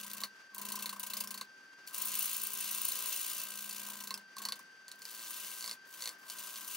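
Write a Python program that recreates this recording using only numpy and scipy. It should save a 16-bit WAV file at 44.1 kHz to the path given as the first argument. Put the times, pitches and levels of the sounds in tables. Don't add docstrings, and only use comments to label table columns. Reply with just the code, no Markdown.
import sys
import numpy as np
from scipy import signal
from scipy.fft import rfft, irfft
from scipy.io import wavfile
from scipy.ndimage import uniform_filter1d

SR = 44100
rng = np.random.default_rng(int(sys.argv[2]) if len(sys.argv) > 2 else 0)


def master_out(mix):
    frames = np.transpose(np.atleast_2d(mix))
    ceiling = np.clip(frames, -1, 1)
    pcm = np.round(ceiling * 32767).astype(np.int16)
    wavfile.write(sys.argv[1], SR, pcm)


N = 298116
TURN_SAMPLES = 1525
TIME, HZ = np.arange(N) / SR, np.fft.rfftfreq(N, 1 / SR)

# t/s, entry 1/turns, entry 2/turns, wing 1 over 2/dB, span/turns, end swell 1/dB
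WINGS = [(0, 0.202, 0.866, -14.5, 0.18, 18.5), (.4, 0.13, 0.845, -24, 0.047, 35.5),
         (1.5, 0.49, 0.774, -34, 0.22, 5), (1.85, 0.2, 0.75, 7, 0.19, -26), (2.35, 0.28, 0.75, -1, 0.15, 5),
         (2.9, 0.286, 0.746, -1, 0.233, 12.5), (3.45, 0.27, 0.74, -1.5, 0.12, 7),
         (4.0, 0.257, 0.747, -9, 0.16, 12.5), (4.6, 0.25, 0.75, -53, 0.083, 0),
         (4.8, 0.17, 0.95, 26, 0.22, 18), (5.12, 0.11, 0.63, -5, 0.274, 8),
         (5.4, 0.13, 0.663, 2.5, 0.434, 7.5), (5.8, 0.22, 0.73, -4.5, 0.23, 10),
         (6.76, 0.065, 0.66, 5, 0.24, -6)]


def edge_pressure(entry_db=4.0, second_swell_db=4.0, fade_db_per_turn=23.5):
    first, second, over_db, span, swell_db = curves(WINGS)
    depth = gain_of(0.7 * waver(37.0))
    power = 0
    for entry, db, end_db in ((first, over_db / 2, swell_db), (second, -over_db / 2, second_swell_db)):
        turns = (np.arange(N) / TURN_SAMPLES - entry) % 1
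        shape_db = entry_db * np.exp(-turns / 0.29) + end_db * np.exp(-((turns - span) / 0.037) ** 2)
        power += gain_of(db + shape_db - fade_db_per_turn * np.maximum(turns - span, 0)) ** 2
    power = uniform_filter1d(power, size=25)
    return depth * np.sqrt(power / uniform_filter1d(power, size=TURN_SAMPLES))


# t/s, level/dB
PASSES = [
    [(0, -48.5), (.17, -48.5), (.245, -46)],
    [(.535, -55), (.59, -49), (.73, -43.5), (.9, -46), (.94, -50), (.99, -60), (1.0, -47.5), (1.07, -48.5),
     (1.21, -41), (1.27, -56.5), (1.31, -48), (1.42, -54)],
    [(1.865, -48), (1.92, -59), (1.94, -43.5), (2.04, -42), (2.25, -39.5), (2.51, -44), (2.61, -41),
     (2.9, -40), (3.2, -40), (3.42, -42), (3.5, -47), (3.7, -45), (3.89, -46.5), (4.1, -50.5), (4.18, -56)],
    [(4.36, -53.5), (4.44, -46.5), (4.53, -57), (4.56, -57), (4.6, -56.5)],
    [(4.87, -67), (4.92, -60), (4.96, -67), (5.01, -59), (5.06, -51.5), (5.35, -45), (5.68, -48),
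     (5.74, -52.5)],
    [(5.85, -66), (5.94, -51.5), (5.98, -52.5), (6.01, -48), (6.08, -49), (6.14, -60)],
    [(6.18, -64), (6.23, -64.5), (6.27, -56.5), (6.31, -47), (6.36, -52.5), (6.39, -46.5), (6.64, -49),
     (6.76, -41.5)],
]
# f/Hz, density/dB
SHAVINGS_SPECTRUM = [(710, -62), (1200, -7.5), (1610, -32), (1870, -12), (2760, -4), (5180, -4.5),
                     (7020, 0), (8000, 0), (9310, 2.5), (10900, 2), (16000, 4)]
# f/Hz, width/Hz, level/dB
STEEL_MODES = [(2665, 60, 2), (2865, 70, 1), (4330, 350, -3), (6100, 190, 3), (6920, 90, 5), (9130, 120, 8),
               (9400, 90, 6), (9690, 300, 4), (11800, 170, 7), (13050, 150, 2), (13550, 350, 3),
               (15100, 150, 5), (15330, 100, 3), (15680, 200, 8)]


def shavings(pressure, usual_cut_db=-46, crossover_hz=4800):
    level_db, = curves(sum(PASSES, []))
    depth_db = level_db - usual_cut_db
    tear, push = rng.standard_normal((2, 2, N)) * gain_of(1.4 * waver(490.0)) * pressure
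    imbalance_db = abs(curves(WINGS)[3])
    steel_db = np.minimum(-4 + 0.3 * depth_db - 0.25 * imbalance_db, 4.5) + 3.1 * waver(72.0)
    cut = tear + coloured(push * gain_of(steel_db) * pressure ** 0.33, modes(STEEL_MODES))
    rasp_db = np.minimum(-8 + 0.15 * depth_db, -0.5) + 1.1 * waver(30.0)
    smoothing = np.clip(0.23 + 0.3 * depth_db, 0, 0.8)
    smooth_cut = cut / (pressure + 0.2) ** smoothing
    colour = gain_of(spectrum(SHAVINGS_SPECTRUM))
    low_share = 1 / (1 + (HZ / crossover_hz) ** 6)
    sizzle = unit_rms(coloured(cut, colour * np.sqrt(1 - low_share)))
    rasp = unit_rms(coloured(smooth_cut, colour * np.sqrt(low_share)))
    envelope = gain_of(level_db) * contact(rise_s=0.0034, fall_db_per_s=630)
    return envelope * (sizzle + gain_of(rasp_db) * rasp)


def contact(rise_s, fall_db_per_s):
    t = TIME[::32]
    gains = []
    for k, rows in enumerate(PASSES):
        touch_s, lift_s = rows[0][0], rows[-1][0]
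        rise = 1 - (k > 0) * np.exp(-np.maximum(t - touch_s, 0) / rise_s)
        gains.append(rise * gain_of(-fall_db_per_s * np.maximum(t - lift_s, 0)))
    return np.interp(TIME, t, np.max(gains, axis=0))


# t/s, level/dB, final snap f/Hz
KNOCKS = [(0.1335, -48, 4330), (0.205, -39, 4100), (0.236, -20, 4240), (.5466, -49, 4270),
          (0.5812, -38, 4180), (0.615, -47, 4300), (0.6536, -41, 4040), (0.6877, -37, 5270),
          (0.72, -33, 4240), (0.76, -34, 5360), (0.795, -36, 4000), (0.823, -38, 4070), (0.8582, -27, 4170),
          (0.893, -28.5, 4220), (.9963, -39, 4400), (1.034, -35.5, 3500), (1.07, -44, 3750),
          (1.102, -37, 4400), (1.135, -29, 4100), (1.169, -27.5, 5060), (1.206, -27, 4820),
          (1.2737, -33.5, 5300), (1.307, -34, 4350), (1.3428, -32.5, 4240), (1.377, -34, 4330),
          (1.412, -26, 4200), (1.8745, -38, 4480), (1.945, -39, 3660), (2.9183, -32, 4100),
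          (3.399, -36, 4380), (3.71, -32, 4340), (4.038, -40, 5300), (4.073, -33, 4010),
          (4.1066, -26.5, 4100), (4.141, -24.5, 5050), (4.176, -37, 4240), (4.367, -36.5, 4400),
          (4.3825, -35, 4200), (4.424, -39, 4300), (4.437, -38, 4240), (4.452, -23.5, 4350),
          (4.4867, -24.5, 4350), (4.5221, -20.5, 4220), (4.8813, -38.5, 4370), (4.9155, -35, 4030),
          (5.019, -37, 4530), (5.053, -32.5, 4640), (5.089, -44, 4400), (5.107, -45, 4300),
          (5.124, -44, 4500), (5.159, -48, 4400), (5.176, -49, 4200), (5.1933, -39.5, 4370),
          (5.211, -53, 4400), (5.227, -43, 4500), (5.332, -44, 4600), (5.368, -43, 4500), (5.47, -49, 4500),
          (5.505, -42, 4400), (5.608, -34, 4540), (5.6248, -35, 4340), (5.642, -28.5, 4370),
          (5.66, -33, 4350), (5.6767, -28.5, 4800), (5.694, -30.5, 4080), (5.712, -27, 4500),
          (5.729, -39, 4270), (6.0053, -37, 4200), (6.022, -28.5, 4530), (6.039, -34, 3940),
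          (6.057, -27.5, 4300), (6.074, -26, 4220), (6.091, -30, 4470), (6.282, -49, 4230),
          (6.2992, -32, 4380), (6.385, -37.5, 4300), (6.472, -39, 4440), (6.5579, -36, 4320)]
# f/Hz, level/dB, t60/s
KNOCK_MODES = [(499.4, -10, .06), (2080, -1, 0.032), (2930, -2, 0.025), (3505, 3, .028), (4075, 6, 0.013),
               (4360, 4, 0.022), (4700, 0, 0.02), (5700, 0, .025), (6700, 1, 0.025), (8220, -4, 0.025)]


def knocks(usual_knock_db=-35, n=4000):
    out, t = np.zeros(N + n), TIME[:n]
    hz, db, t60_s = np.transpose(KNOCK_MODES)[:, :, None]
    splinter_band = signal.butter(2, [5000, 11000], "bandpass", fs=SR, output="sos")
    thud_band = signal.butter(2, [700, 3200], "bandpass", fs=SR, output="sos")
    for start_s, level_db, snap_hz in KNOCKS:
        spread, detune, phase = rng.standard_normal((3, len(KNOCK_MODES), 1))
        partials = np.sin(2 * np.pi * (hz * (1 + 0.03 * detune) * t + phase))
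        ring = (gain_of(db + 3 * spread) * decay(t, t60_s) * partials).sum(0)
        snap = np.sin(2 * np.pi * np.cumsum(snap_hz + 1720.0 * np.exp(-t / 0.00026)) / SR)
        snap *= np.exp(-(t / 0.0015) ** 4) + 0.05 * decay(t, 0.02)
        blow = (snap + gain_of(-9.5) * ring / abs(ring).max()) * np.minimum(t / 0.0011, 1)
        strength_db = level_db - usual_knock_db
        splinter_db = -14.5 - 0.3 * strength_db + 1.0 * start_s
        crack_db = -21.5 - 1.77 * strength_db - 4 * start_s
        splinter, crack = rng.standard_normal((2, n)) * (decay(t, 0.013) + 1.57 * decay(t, 0.023))
        blow += gain_of(splinter_db) * signal.sosfilt(splinter_band, splinter)
        blow += gain_of(crack_db) * np.diff(crack, 2, prepend=[0, 0])
        blow += gain_of(-11.5) * decay(t, 0.032) * signal.sosfilt(thud_band, rng.standard_normal(n))
        out[round(start_s * SR):][:n] += gain_of(level_db - 1.0) * blow
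    return out[:N]


# t/s, level/dB
CATCHES = [(0.5464, -41), (0.5808, -27), (0.6162, -38), (0.6501, -32), (0.685, -34), (0.719, -31),
           (0.7564, -41), (0.7928, -38), (0.8227, -32), (0.8577, -30), (0.8926, -35), (0.996, -23),
           (1.03, -29), (1.0687, -32), (1.1021, -31), (1.1345, -27), (1.1694, -29), (1.2069, -41),
           (1.274, -31), (1.3101, -32), (1.345, -42), (1.377, -42), (1.4119, -43), (1.8743, -43),
           (1.9442, -28), (1.9821, -23), (2.019, -17), (2.0538, -18), (2.0719, -22), (2.0879, -24),
           (2.1523, -20), (2.1916, -15.5), (2.2265, -20), (2.256, -18), (2.2964, -25), (2.3148, -31),
           (2.3308, -21), (2.3652, -20), (2.4176, -26), (2.434, -18.5), (2.469, -25), (2.5034, -36),
           (2.5328, -23), (2.5728, -24), (2.6077, -22), (2.6421, -31), (2.7109, -21), (2.816, -21),
           (2.8491, -20), (2.8831, -23), (2.9185, -25), (2.9534, -26), (2.9883, -25), (3.0217, -37),
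           (3.0562, -35), (3.0855, -23.5), (3.1425, -28), (3.1609, -27), (3.2298, -34), (3.2642, -29),
           (3.2986, -33), (3.3679, -32), (3.401, -31), (3.435, -25), (3.575, -43), (3.6214, -30),
           (3.6443, -31), (3.795, -36), (3.8987, -35), (4.0025, -38)]


def catches(rise_s=0.00078, t60_s=0.022, highpass_hz=7850, hiss_db=-10):
    start_s, level_db = np.transpose(CATCHES)
    t, impulses = TIME[:2000], np.zeros(N)
    impulses[np.round(start_s * SR).astype(int)] = gain_of(level_db)
    bursts = signal.oaconvolve(impulses, np.minimum(t / rise_s, 1) * decay(t, t60_s))[:N]
    colour = (modes(STEEL_MODES) + gain_of(hiss_db)) * highpass(highpass_hz, 6)
    colour /= np.sqrt(np.mean(abs(colour) ** 2))
    return 0.5 * coloured(bursts * rng.standard_normal((2, N)), colour)


# t/s, bed level/dB, tool rest level/dB
SHAKE = [(0, -61.5, -68), (.25, -60.5, -54.5), (.6, -54.5, -55.5), (.75, -58, -55), (1.05, -67, -59),
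         (1.21, -58.5, -60), (1.42, -63.5, -61.5), (1.9, -77, -59), (2.0, -64.5, -54.5), (2.45, -71, -58.5),
         (2.83, -67, -55.5), (3.05, -76.5, -56), (3.5, -67.5, -58), (3.72, -66.5, -61), (3.9, -63.5, -57.5),
         (4.1, -62.5, -62), (4.45, -55.5, -53), (4.58, -73, -89), (4.9, -84, -79), (5.2, -75, -59.5),
         (5.6, -77, -63.5), (6.0, -80, -62.5), (6.4, -73, -59.5), (6.76, -72.5, -59.5)]
# f/Hz, width/Hz, level/dB
BED_MODES = [(210, 13, 23), (335, 36, -28), (412, 90, -6), (542, 28, 10), (583, 66, -31.5)]
REST_MODES = [(964, 360, 3.5), (1038, 90, 6), (1260, 300, 1), (1320, 390, -2.5)]
# multiple of the turn rate, level/dB
BED_TONES = [(5, -23.5), (6, -19), (7, -1), (8, -11), (14, -13)]
REST_TONES = [(10, -26), (11, -20.5), (14, -17.5), (16, -27.5), (17, -21.5), (18, -22.5), (20, -26),
              (21, -20.5), (22, -24), (23, -21), (24, -26.5), (33, -20), (34, -14), (35, -10.5), (36, -11),
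              (38, -11.5), (42, -14.5), (44, -21)]


def lathe_shake(pressure, blows, rumble_hz=120):
    bed_db, rest_db = curves(SHAKE)
    weak_bass = highpass(185, 6)
    bed = hum(BED_TONES, wander_db=1.0)
    bed += gain_of(-12) * unit_rms(coloured(surface(memory=0.8), modes(BED_MODES) * weak_bass))
    stand_rumble = coloured(rng.standard_normal(N), 1 / (1 + (HZ / rumble_hz) ** 4))
    bed += gain_of(-30) * unit_rms(stand_rumble)
    rest_colour = modes(REST_MODES) * (highpass(900, 8) + 0.3 * weak_bass)
    rest = hum(REST_TONES, wander_db=2.5)
    rest += gain_of(-2.5) * unit_rms(coloured(surface(memory=0.53) * pressure ** 0.33, rest_colour))
    bed_drive = gain_of(bed_db) * contact(rise_s=0.094, fall_db_per_s=230)
    rest_drive = gain_of(rest_db) * contact(rise_s=0.054, fall_db_per_s=482)
    blow_rms = np.sqrt(abs(uniform_filter1d(blows ** 2, size=2500)))
    bed *= np.hypot(bed_drive, gain_of(-28) * blow_rms)
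    rest *= np.hypot(rest_drive, gain_of(-18) * blow_rms)
    return bed + rest


def surface(memory):
    fresh = rng.standard_normal((N // TURN_SAMPLES + 1, TURN_SAMPLES))
    marks, _ = signal.lfilter([1], [1, -memory], fresh, axis=0, zi=fresh[:1] * 2)
    return unit_rms(marks.ravel()[:N])


def hum(tones, wander_db):
    phases = [k * np.arange(N) / TURN_SAMPLES + 0.1 * waver(2.8) + rng.random() for k, _ in tones]
    return sum(np.sqrt(2) * gain_of(db + wander_db * waver(4.8)) * np.sin(2 * np.pi * phase)
               for phase, (_, db) in zip(phases, tones))


# t/s, level/dB, f/Hz, t60/s
JOLTS = [(0.0478, -47.5, 995, 0.05), (0.1517, -52, 1100, 0.025), (0.2229, -42, 1100, 0.026),
         (0.2368, -41, 1090, 0.035), (0.5662, -43.5, 1030, 0.028), (0.5915, -51, 1010, 0.025),
         (0.604, -50, 1000, 0.028), (0.625, -52, 1020, 0.028), (0.6374, -51, 980, 0.028),
         (0.6724, -48, 1000, 0.025), (0.7063, -43, 1030, 0.032), (0.7412, -39, 1020, 0.025),
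         (0.7761, -40, 1040, 0.028), (0.8106, -48, 990, 0.019), (0.844, -42, 1010, 0.02),
         (0.8654, -51, 999, 0.028), (0.8767, -53, 1070, 0.023), (0.9283, -40, 1080, 0.037),
         (0.964, -46, 1110, 0.031), (1.033, -44.5, 976, 0.036), (1.1028, -49, 1016, 0.031),
         (1.137, -44, 1090, 0.022), (1.171, -53, 1110, 0.028), (1.2092, -44.5, 995, 0.023),
         (1.2411, -44.5, 1070, 0.028), (1.3089, -51, 1090, 0.028), (1.3457, -45.5, 1055, 0.028),
         (1.4132, -38.5, 1080, 0.018), (3.7794, -61, 1010, 0.026), (3.8147, -55, 980, 0.026),
         (3.8494, -53, 990, 0.028), (3.8848, -43, 1020, 0.028), (3.9164, -46, 1010, 0.046),
         (3.9529, -47, 1030, 0.028), (4.0118, -51, 996, 0.028), (4.0386, -52, 990, 0.028),
         (4.1078, -38, 1070, 0.055), (4.178, -50, 990, 0.025), (4.3665, -41, 1090, 0.034),
         (4.4023, -46, 1090, 0.026), (4.458, -42, 991, 0.017), (4.4875, -40.5, 1103, 0.036),
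         (4.524, -45.5, 1090, 0.028), (4.558, -60, 1080, 0.028), (4.5935, -49, 1070, 0.023),
         (5.6786, -46.5, 1090, 0.033), (6.0753, -47, 1084, 0.023)]


def jolts(rise_s=0.0017, n=2000):
    out, t = np.zeros(N + n), TIME[:n]
    for start_s, level_db, hz, t60_s in JOLTS:
        swell = (1 - np.exp(-t / rise_s)) ** 2 * decay(t, t60_s)
        burst = swell / swell.max() * np.sin(2 * np.pi * hz * t)
        out[round(start_s * SR):][:n] += gain_of(level_db) * burst
    return out[:N]


# f/Hz, level/dB
WHINE_TONES = [(393.0, -84.5), (1518, -73.5), (1561, -59.5), (1604, -73), (1895, -109), (2756, -79.5),
               (3208, -83), (3871, -106), (4727, -72)]
# f/Hz, density/dB
WHIRR_SPECTRUM = [(24, -81), (40, -45), (204, -11.5), (697, -15), (1410, -8.5), (1550, -4.5), (1680, -5.5),
                  (2210, -13), (2770, -13.5), (4130, -19.5), (4570, -12.5), (5050, -16.5), (6170, -15.5),
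                  (7000, -24.5), (16000, -35.5)]
# f/Hz, coherence
WHIRR_COHERENCE = [(60, 1), (180, 0.95), (550, 1), (1650, 0.22), (4970, 0.52), (15000, 0.41)]
# f/Hz, left over right/dB
WHIRR_BALANCE = [(60, 0.5), (240, 0.64), (950, 0.45), (3770, 1.8), (15000, 0.71)]


def motor(whirr_db=-61.5):
    drifting_s = np.cumsum(1 + 0.00108 * waver(5.44)) / SR
    noise = rng.standard_normal((2, N)) * gain_of(1.64 * waver(27.0))
    whirr = unit_rms(coloured(noise, gain_of(spectrum(WHIRR_SPECTRUM))))
    out = gain_of(whirr_db) * stereo(whirr, WHIRR_COHERENCE, WHIRR_BALANCE)
    throb_db = 0.21 * np.sin(2 * np.pi * np.arange(N) / TURN_SAMPLES) + 0.82 * waver(83.0)
    side_db, side_lag_rad = np.array([[0.8], [-0.8]]), np.array([[0], [0.9]])
    for hz, db in WHINE_TONES:
        lag_rad = side_lag_rad + 2 * np.pi * rng.random()
        amplitude = np.sqrt(2) * gain_of(db + side_db + 0.11 * waver(9.7) + throb_db)
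        out += amplitude * np.sin(2 * np.pi * hz * drifting_s - lag_rad)
    return out


def room_echoes(x, t60_s=0.095, n=12000):
    t = TIME[:n]
    taps = rng.choice([-1., 1.], (2, n)) * (rng.random((2, n)) < 0.05)
    taps *= decay(t, t60_s) * (t > 0.002)
    return signal.oaconvolve(x, taps / np.linalg.norm(taps, axis=1, keepdims=True), axes=1)[:, :N]


def gain_of(db):
    return 10 ** (np.asarray(db) / 20)


def decay(t, t60_s):
    return gain_of(-60 * t / t60_s)


def unit_rms(x):
    return x / np.sqrt(np.mean(x ** 2) + 1e-20)


def spectrum(points):
    hz, value = np.transpose(points)
    return np.interp(np.log(HZ + 1), np.log(hz + 1), value)


def curves(rows):
    times_s, *columns = np.transpose(rows)
    return [np.interp(TIME, times_s, column) for column in columns]


def modes(table):
    return sum(gain_of(db) / (1 + 2j * (HZ - hz) / width_hz) for hz, width_hz, db in table)


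def highpass(corner_hz, order):
    return 1 / (1 + (corner_hz / (HZ + 1)) ** order)


def coloured(x, response):
    return irfft(rfft(x) * response, N)


def waver(corner_hz):
    t = TIME[::12]
    hz = np.fft.rfftfreq(len(t), 12 / SR)
    slow = irfft(rfft(rng.standard_normal(len(t))) / (1 + (hz / corner_hz) ** 4), len(t))
    return np.interp(TIME, t, unit_rms(slow))


def stereo(two, coherence, balance, lead_rad=0):
    left, other = rfft(two)
    alike = np.clip(spectrum(coherence), 0, 1)
    right = alike * left * np.exp(-1j * lead_rad) + np.sqrt(1 - alike ** 2) * other
    tilt = gain_of(spectrum(balance) / 2)
    return irfft([left * tilt, right / tilt], N)


# f/Hz, coherence
CUT_COHERENCE = [(60, .98), (550, 0.97), (1400, 0.87), (2600, 0.75), (4500, .85), (8000, 0.7), (15000, 0.8)]
# f/Hz, left over right/dB
CUT_BALANCE = [(60, 3.1), (550, -1.1), (1650, 0.5), (4970, 1), (9000, 3), (15000, 4)]
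# f/Hz, left lead/rad
CUT_LEAD = [(500, 0.15), (900, 0.16), (1640, 0.4), (2670, -1.1), (3100, 0.73), (5940, 0.59), (9220, 1.55),
            (11000, 1.68), (12000, 1.1), (16000, 1)]


def scene(echo_lowpass_hz=7800):
    pressure, blows = edge_pressure(), knocks()
    tool = shavings(pressure) + catches() + blows
    tool += gain_of(-31.0) * room_echoes(np.array([blows, blows]))
    tool += gain_of(-3.5) * coloured(room_echoes(tool), 1 / (1 + 1j * HZ / echo_lowpass_hz))
    lathe = lathe_shake(pressure, blows) + jolts()
    turning = tool + [lathe, room_echoes(lathe[None])[0]]
    return stereo(turning, CUT_COHERENCE, CUT_BALANCE, spectrum(CUT_LEAD)) + motor()


def record(dry):
    lowpass = signal.firwin(767, 15770, window=("kaiser", 9), fs=SR)
    return signal.oaconvolve(dry, lowpass[None], "same")


dry = scene()
out = record(dry)
master_out(out)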